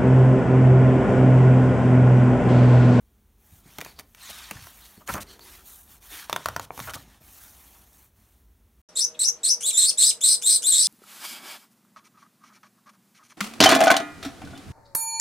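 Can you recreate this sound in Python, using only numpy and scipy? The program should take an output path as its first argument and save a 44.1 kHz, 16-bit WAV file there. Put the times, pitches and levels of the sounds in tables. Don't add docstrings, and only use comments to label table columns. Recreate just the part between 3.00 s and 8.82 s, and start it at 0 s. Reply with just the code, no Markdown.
import sys
import numpy as np
from scipy import signal
from scipy.fft import rfft, irfft
from scipy.io import wavfile
from scipy.ndimage import uniform_filter1d

SR = 44100
rng = np.random.default_rng(int(sys.argv[2]) if len(sys.argv) > 2 else 0)


def store_pcm(level_fs):
    pcm = np.round(np.clip(level_fs, -1, 1) * 32767).astype(np.int16)
    wavfile.write(sys.argv[1], SR, np.atleast_2d(pcm).T)


N = 256509


def amp(db):
    return 10 ** (np.asarray(db) / 20)


def unit(x):
    return x / np.sqrt(np.mean(x ** 2) + 1e-20)


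def read(points, hz):
    f, value = np.transpose(points)
    return np.interp(np.log(hz + 1), np.log(f + 1), value)


def add(mix, start_s, sound):
    part = mix[max(round(start_s * SR), 0):][:len(sound)]
    part += sound[:len(part)]


def colour(x, points, size=2048):
    log_gain = np.log(amp(read(points, abs(np.fft.fftfreq(size, 1 / SR)))))
    taps = np.fft.ifft(np.exp(np.conj(signal.hilbert(log_gain)))).real[:size // 2]
    return signal.fftconvolve(x, taps)[:len(x)]


def narrow_noise(start_hz, end_hz, length_s, rel_width):
    centre_hz = np.geomspace(start_hz, end_hz, max(round(length_s * SR), 256))
    offset = 2 * np.fft.fftfreq(SR, 1 / SR) / (rel_width * centre_hz.mean())
    noise = rng.standard_normal(SR) + 1j * rng.standard_normal(SR)
    waver = np.fft.ifft(np.fft.fft(noise) / (1 + offset ** 2))
    return (waver[:len(centre_hz)] * np.exp(2j * np.pi * np.cumsum(centre_hz) / SR)).real


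def burst(sound, length_s, rms_db, rise, fall):
    u = np.linspace(0, 1, int(np.clip(length_s * SR, 200, len(sound))))
    envelope = np.clip(np.minimum(u / rise, (1 - u) / fall), 0, 1)
    return amp(rms_db) * unit(sound[:len(u)] * envelope)


def friction(per_s, spread_db, smooth):
    sizes = amp(spread_db * np.minimum(rng.exponential(1, N), 5)) * rng.choice([-1, 1], N)
    clicks = unit(sizes * (rng.random(N) < per_s / SR))
    return unit(clicks + smooth * rng.standard_normal(N))


# f/Hz, relative level/dB
FLOOR_SPECTRUM = [(15, -53.5), (28, -26.5), (45, -1.5), (70, -4.5), (95, -13), (135, -20.5), (215, -18),
                  (280, -25), (400, -26.5), (520, -32.5), (1100, -35), (2200, -40), (5000, -44),
                  (15500, -38)]

def noise_floor(rms_db=-59.5):
    gain = amp(read(FLOOR_SPECTRUM, np.fft.rfftfreq(N, 1 / SR)))
    return amp(rms_db) * unit(irfft(rfft(rng.standard_normal(N)) * gain, N))


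# delay/s, gain
REFLECTIONS = [(.0016, 0.11), (.0033, 0.057), (.0047, -0.059), (.0098, 0.16), (0.0122, -0.18),
               (0.0129, 0.036), (.0185, -0.016)]
# f/Hz, t60/s
ROOM_T60 = [(100, 0.34), (500, 0.37), (1500, 0.27), (5000, 0.22), (15000, 0.22)]

def room(x, wet_db):
    near = x.copy()
    reflected = colour(x, [(1500, -5), (4000, -5), (14000, -10.5)])
    for delay_s, gain in REFLECTIONS:
        add(near, delay_s, gain * reflected)
    hz, t, noise = signal.stft(rng.standard_normal(SR // 2), SR, nperseg=256)
    tail = signal.istft(noise * amp(-60 * t / read(ROOM_T60, hz)[:, None]), SR, nperseg=256)[1]
    tail *= np.clip((np.arange(len(tail)) / SR - 0.005) / 0.015, 0, 1)
    tail = colour(tail / np.linalg.norm(tail), [(100, 4), (1500, -4.5), (4000, -6), (14000, -8.5)])
    return near + amp(wet_db) * signal.fftconvolve(x, tail)[:N]


# start t/s, end t/s, level/dB, f/Hz
SHEET_SWAYS = [(1.55, 1.72, -58.5, 100), (2.092, 2.17, -43.5, 84.8), (2.181, 2.74, -62.5, 354.3),
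               (3.111, 3.21, -61.5, 348), (3.455, 3.68, -50, 90.8), (3.785, 4.02, -53.5, 87.9)]

def sways():
    out = np.zeros(N)
    for start, end, db, hz in SHEET_SWAYS:
        mode = narrow_noise(hz, hz, end - start, rel_width=0.75)
        add(out, start, burst(mode, end - start, db, rise=0.084, fall=0.63))
    return out


def air_push(db, hz):
    t = np.arange(4096) / SR
    cycles = hz * np.cumsum(0.688 + 0.55 * np.exp(-t / 0.013)) / SR
    spectrum = [(30, -15), (hz / 2, 0), (hz * 1.6, -1), (hz * 2, -11), (hz * 5, -40), (4000, -75)]
    wobble = unit(colour(rng.standard_normal(len(t)), spectrum))
    envelope = (1 - np.exp(-t / 0.0036)) * np.exp(-t / 0.0098)
    return amp(db) * (np.sin(2 * np.pi * cycles) + 0.93 * wobble) * envelope


# t/s, level/dB, nominal f/Hz
BOOK_BUMPS = [(0.524, -38, 80), (0.657, -41.5, 156), (.782, -36, 199), (1.296, -46, 171), (1.511, -36, 297),
              (1.554, -37, 109), (1.974, -40.5, 205), (2.097, -31.5, 201), (2.143, -28.5, 201),
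              (3.327, -30.5, 231), (3.561, -35, 163), (3.774, -38, 179), (3.804, -36, 151),
              (3.954, -34.5, 162), (4.038, -46.5, 155), (4.073, -45, 148), (4.206, -51, 141)]

def bumps():
    out = np.zeros(N)
    for start, db, hz in BOOK_BUMPS:
        add(out, start, air_push(db, hz))
    return out


# start t/s, end t/s, level/dB, start f/Hz, end f/Hz
CONTACT_SWISHES = [(0.875, .937, -60, 4400, 4400), (0.961, 1.017, -64, 4710, 4700),
                   (1.203, 1.5, -55, 4120, 3460), (1.225, 1.31, -51.5, 8750, 4970),
                   (1.818, 1.888, -59.5, 4070, 4140), (2.273, 2.375, -58, 4380, 4200),
                   (2.406, 2.457, -56, 4420, 4410), (2.65, 2.805, -66, 3910, 3900)]

def swishes():
    out = np.zeros(N)
    for start, end, db, start_hz, end_hz in CONTACT_SWISHES:
        resonance = narrow_noise(start_hz, end_hz, end - start, rel_width=0.13)
        add(out, start, burst(resonance, end - start, db, rise=0.03, fall=0.56))
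    return out


# f/Hz, relative level/dB
SCRAPE_SPECTRUM = [(200, -1), (900, -8.5), (2000, 1), (4000, 2.5), (6500, 0.5), (10000, 2), (16000, -5)]
# start t/s, end t/s, level/dB
EDGE_SCRAPES = [(0.984, 1.013, -51), (1.296, 1.313, -40), (1.38, 1.392, -45), (1.85, 1.868, -51.5),
                (2.077, 2.143, -46), (2.201, 2.235, -40.5), (3.608, 3.656, -48), (3.898, 3.912, -42.5),
                (3.94, 3.96, -37.5)]

def scrapes():
    out = np.zeros(N)
    grain = colour(friction(per_s=5000, spread_db=2.5, smooth=1), SCRAPE_SPECTRUM)
    for start, end, db in EDGE_SCRAPES:
        add(out, start, burst(grain[round(start * SR):], end - start, db, rise=0.17, fall=0.049))
    return out


# f/centre, relative level/dB
FLAP_SPECTRUM = [(.1, -21.5), (.35, -13.5), (.6, -6.5), (.8, -7), (1.12, -1), (1.45, -13.5), (2.1, -20),
                 (4, -47), (12, -36)]
# start t/s, end t/s, level/dB, centre f/Hz
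SHEET_FLAPS = [(0.782, 0.806, -47, 670), (0.818, .827, -44, 690), (0.982, 1.023, -53, 790),
               (1.294, 1.315, -50, 610), (1.568, 1.578, -46.5, 1550), (2.006, 2.038, -55.5, 1080),
               (2.083, 2.117, -31, 1300), (2.142, 2.17, -38, 960), (2.16, 2.212, -39, 1230),
               (3.87, 3.928, -39.5, 1270), (3.95, 3.985, -45, 1040), (4.205, 4.227, -63, 636)]

def flaps():
    out = np.zeros(N)
    buckles = friction(per_s=2500, spread_db=0.9, smooth=0.81)
    for start, end, db, hz in SHEET_FLAPS:
        spectrum = [(ratio * hz, level) for ratio, level in FLAP_SPECTRUM]
        flutter = colour(buckles[round(start * SR):][:SR // 4], spectrum)
        add(out, start, burst(flutter, end - start, db, rise=0.12, fall=0.56))
    return out


def bending(x, depth_db, patch_hz, patch_s, size=512):
    frames = dict(nperseg=size, noverlap=size * 3 // 4)
    bands = signal.stft(x, **frames)[2]
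    patch_bins = max(round(patch_hz * size / SR), 1)
    patch_frames = max(round(patch_s * SR * bands.shape[1] / len(x)), 1)
    field = uniform_filter1d(rng.standard_normal(bands.shape), patch_bins, axis=0)
    field = unit(uniform_filter1d(field, patch_frames, axis=1))
    return signal.istft(bands * amp(depth_db * field), **frames)[1][:len(x)]


def hand_speed(start, fastest, end):
    progress = np.interp(np.arange(N) / SR, [start, fastest, end], [0, 0.5, 1])
    return np.maximum(np.sin(np.pi * progress), 0)


# f/Hz, relative level/dB
HISS_SPECTRUM = [(300, -20), (1500, -29.5), (4000, -19), (6500, -1.5), (9000, 0), (13000, 3.5),
                 (16000, -0.5)]
# f/Hz, relative level/dB
RASP_SPECTRUM = [(100, -24), (300, -17.5), (520, -20), (750, -8), (1000, -1.5), (1600, -0.5), (2600, -3.5),
                 (4200, -3.5), (6500, -7.5), (10000, -8.5), (16000, -25)]
# f/Hz, relative level/dB
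RUB_SPECTRUM = [(80, -7.5), (230, 2.5), (520, -7), (800, 1.5), (1200, -7.5), (2200, -20.5), (6000, -23.5)]
# start t/s, fastest t/s, end t/s, hiss level/dB, rasp level/dB
HAND_STROKES = [(.36, .57, 0.64, -58.5, -66.5), (0.601, .75, .83, -57.5, -57.5),
                (0.756, .86, .96, -54.5, -52), (0.94, .975, 1.06, -66, -62.5),
                (1.0, 1.175, 1.24, -63.5, -72.5), (1.148, 1.323, 1.47, -49, -45.5),
                (1.296, 1.49, 1.677, -53.5, -46.5), (1.594, 1.647, 1.78, -50.5, -51.5),
                (1.646, 1.82, 2.09, -53, -57), (2.06, 2.115, 2.204, -40.5, -43.5),
                (2.252, 2.305, 2.4, -58, -52.5), (2.379, 2.49, 2.676, -50, -52),
                (2.626, 2.69, 2.89, -47, -59), (2.843, 2.92, 3.005, -53, -59),
                (3.001, 3.045, 3.25, -50.5, -55), (3.085, 3.155, 3.287, -44, -42.5),
                (3.256, 3.33, 3.715, -56, -50), (3.703, 3.865, 3.91, -43.5, -46.5),
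                (3.86, 3.99, 4.07, -55, -54), (4.03, 4.12, 4.22, -65, -60),
                (4.193, 4.233, 4.34, -58.5, -63), (4.202, 4.402, 4.59, -49.5, -57.5),
                (4.376, 4.593, 4.99, -53.5, -59.5), (4.86, 4.99, 5.11, -56.5, -65.5),
                (5.127, 5.215, 5.5, -66, -72)]

def sliding(speed_exponent=1.07, grip_depth_db=0.94, rub_re_rasp_db=-2.5, rub_limit_db=-64.5):
    hiss_power, rasp_power = np.zeros(N), np.zeros(N)
    for start, fastest, end, hiss_db, rasp_db in HAND_STROKES:
        drive = hand_speed(start, fastest, end) ** speed_exponent
        hiss_power += (drive * amp(hiss_db)) ** 2
        rasp_power += (drive * amp(rasp_db)) ** 2
    hiss_gain, rasp_gain = np.sqrt(hiss_power), np.sqrt(rasp_power)
    hiss = colour(friction(per_s=6000, spread_db=2.6, smooth=1), HISS_SPECTRUM)
    hiss = unit(bending(hiss, depth_db=2.0, patch_hz=652, patch_s=0.026))
    rasp = colour(friction(per_s=3500, spread_db=3.0, smooth=0.96), RASP_SPECTRUM)
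    rasp = unit(bending(rasp, depth_db=2.5, patch_hz=450, patch_s=0.031))
    rub = unit(colour(rng.standard_normal(N), RUB_SPECTRUM))
    rub_gain = np.minimum(rasp_gain * amp(rub_re_rasp_db), amp(rub_limit_db))
    grip = unit(uniform_filter1d(uniform_filter1d(rng.standard_normal(N), size=300), size=200))
    return (hiss * hiss_gain + rasp * rasp_gain) * amp(grip_depth_db * grip) + rub * rub_gain


# f/pitch, relative level/dB, t60/s
PATCH_MODES = [(0.602, -10, 0.025), (.9, 0, 0.013), (1.12, 5.5, 0.0074), (1.38, -6.5, 0.0092),
               (1.9, -22, 0.014)]
# f/Hz, relative level/dB
TICK_SPECTRUM = [(300, -24), (2000, 1.5), (6000, 3), (13000, -4.5), (16000, 0.5)]
# f/Hz, relative level/dB
CRACK_SPECTRUM = [(200, -5.5), (450, -15.5), (900, -0.5), (2000, 4.5), (3700, -3), (6000, -7.5), (8500, -8),
                  (13000, -4), (16000, -12.5)]
# t/s, ring level/dB, crack level/dB, patch pitch f/Hz, ping level/dB, ping f/Hz
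BUCKLE_SNAPS = [(0.785, -36, -34.5, 1430, -41, 2140), (.806, -52, -42, 870, -52, 2380),
                (0.8131, -40, -34.5, 1130, -40.5, 2380), (0.8484, -60, -41, 1540, -53, 5940),
                (0.8624, -40.5, -64, 720, -46, 2430), (0.9902, -48.5, -43, 1100, -45, 4630),
                (0.9956, -58, -39.5, 1110, -47, 4520), (1.1479, -78, -49, 1450, -64, 6400),
                (1.511, -33.5, -33, 1405, -33.5, 2620), (1.67, -43.5, -49, 1270, -58, 2890),
                (2.076, -49, -40, 1230, -40.5, 6800), (2.0896, -30, -37, 1026, -38, 2260),
                (2.139, -49, -31.5, 1200, -37, 8800), (2.144, -40, -40, 1050, -42, 5900),
                (2.154, -32, -51, 1140, -41.5, 6330), (2.1805, -35.5, -46, 1220, -60, 2470),
                (2.3934, -50, -53, 1150, -57, 3500), (3.2968, -27.5, -35, 1070, -43, 5600),
                (3.3285, -24.5, -28.5, 1080, -30.5, 3580), (3.3622, -23, -29, 1175, -32.5, 3440),
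                (3.4588, -20.5, -29.5, 1185, -47.5, 2050), (3.4861, -27, -34, 1056, -42.5, 5670),
                (3.5634, -24, -32.5, 1165, -37.5, 5900), (3.5965, -30, -37.5, 980, -42, 6850),
                (3.7058, -30.5, -65, 840, -42.5, 2280), (3.7772, -38, -44.5, 980, -55, 6100),
                (3.7925, -33.5, -44, 930, -43, 9800), (3.8015, -37, -39.5, 1210, -45, 6000),
                (3.896, -40, -42, 1300, -43, 3020), (3.9361, -41, -36.5, 1700, -44, 5000),
                (3.941, -45, -38, 1700, -42, 5140)]

def snaps(tick_re_crack_db=-1, attack_s=0.005):
    out, t = np.zeros(N), np.arange(2048) / SR
    crack_envelope = (np.exp(-t / 0.001) + 0.21 * np.exp(-(t / 0.0078) ** 2)) * (1 - np.exp(-t / 0.00045))
    for start, ring_db, crack_db, pitch_hz, ping_db, ping_hz in BUCKLE_SNAPS:
        detunes = 1 + 0.045 * rng.standard_normal(len(PATCH_MODES))
        ring = sum(amp(db - 60 * t / t60) * np.sin(2 * np.pi * pitch_hz * ratio * detune * t)
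                   for (ratio, db, t60), detune in zip(PATCH_MODES, detunes))
        ring *= 1 - np.exp(-t / 0.0006)
        ping = np.sin(2 * np.pi * ping_hz * t) * (np.exp(-t / 0.0017) - np.exp(-t / 0.00061))
        tick = colour(rng.standard_normal(len(t)) * np.exp(-t / 0.0006), TICK_SPECTRUM)
        crack = colour(rng.standard_normal(len(t)) * crack_envelope, CRACK_SPECTRUM)
        tick_db = crack_db + tick_re_crack_db
        for part, db in (ring, ring_db), (tick, tick_db), (crack, crack_db), (ping, ping_db):
            attack_rms = np.sqrt(np.sum(part ** 2) / round(attack_s * SR))
            add(out, start, amp(db) * part / attack_rms)
        add(out, start, air_push(db=-29 + 0.5 * ring_db, hz=180))
    return out


def scene():
    paper = sliding() + swishes() + snaps() + scrapes() + flaps() + bumps() + sways()
    mono = room(paper, wet_db=-12.5) + noise_floor()
    return np.array([mono, mono])


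# f/Hz, width/Hz, level/dB
MIC_RIPPLE = [(3410, 350, 1), (4920, 110, -5.5), (6000, 560, 1.5), (7760, 550, -3), (9070, 420, 0),
              (10400, 500, -3.5)]

def record(dry):
    low_hz, high_hz = 36, 15850
    hz = np.fft.rfftfreq(N, 1 / SR)
    ripple_db = sum(db * np.exp(-((hz - centre) / width) ** 2) for centre, width, db in MIC_RIPPLE)
    bass_cut = 1 / np.sqrt(1 + (low_hz / (hz + 1)) ** 8)
    heard = irfft(rfft(dry) * amp(ripple_db) * bass_cut, N)
    low_pass = signal.firwin(511, high_hz, window=("kaiser", 9), fs=SR)
    return signal.oaconvolve(heard, low_pass[None], "same", axes=1)


dry = scene()
out = record(dry)
store_pcm(out)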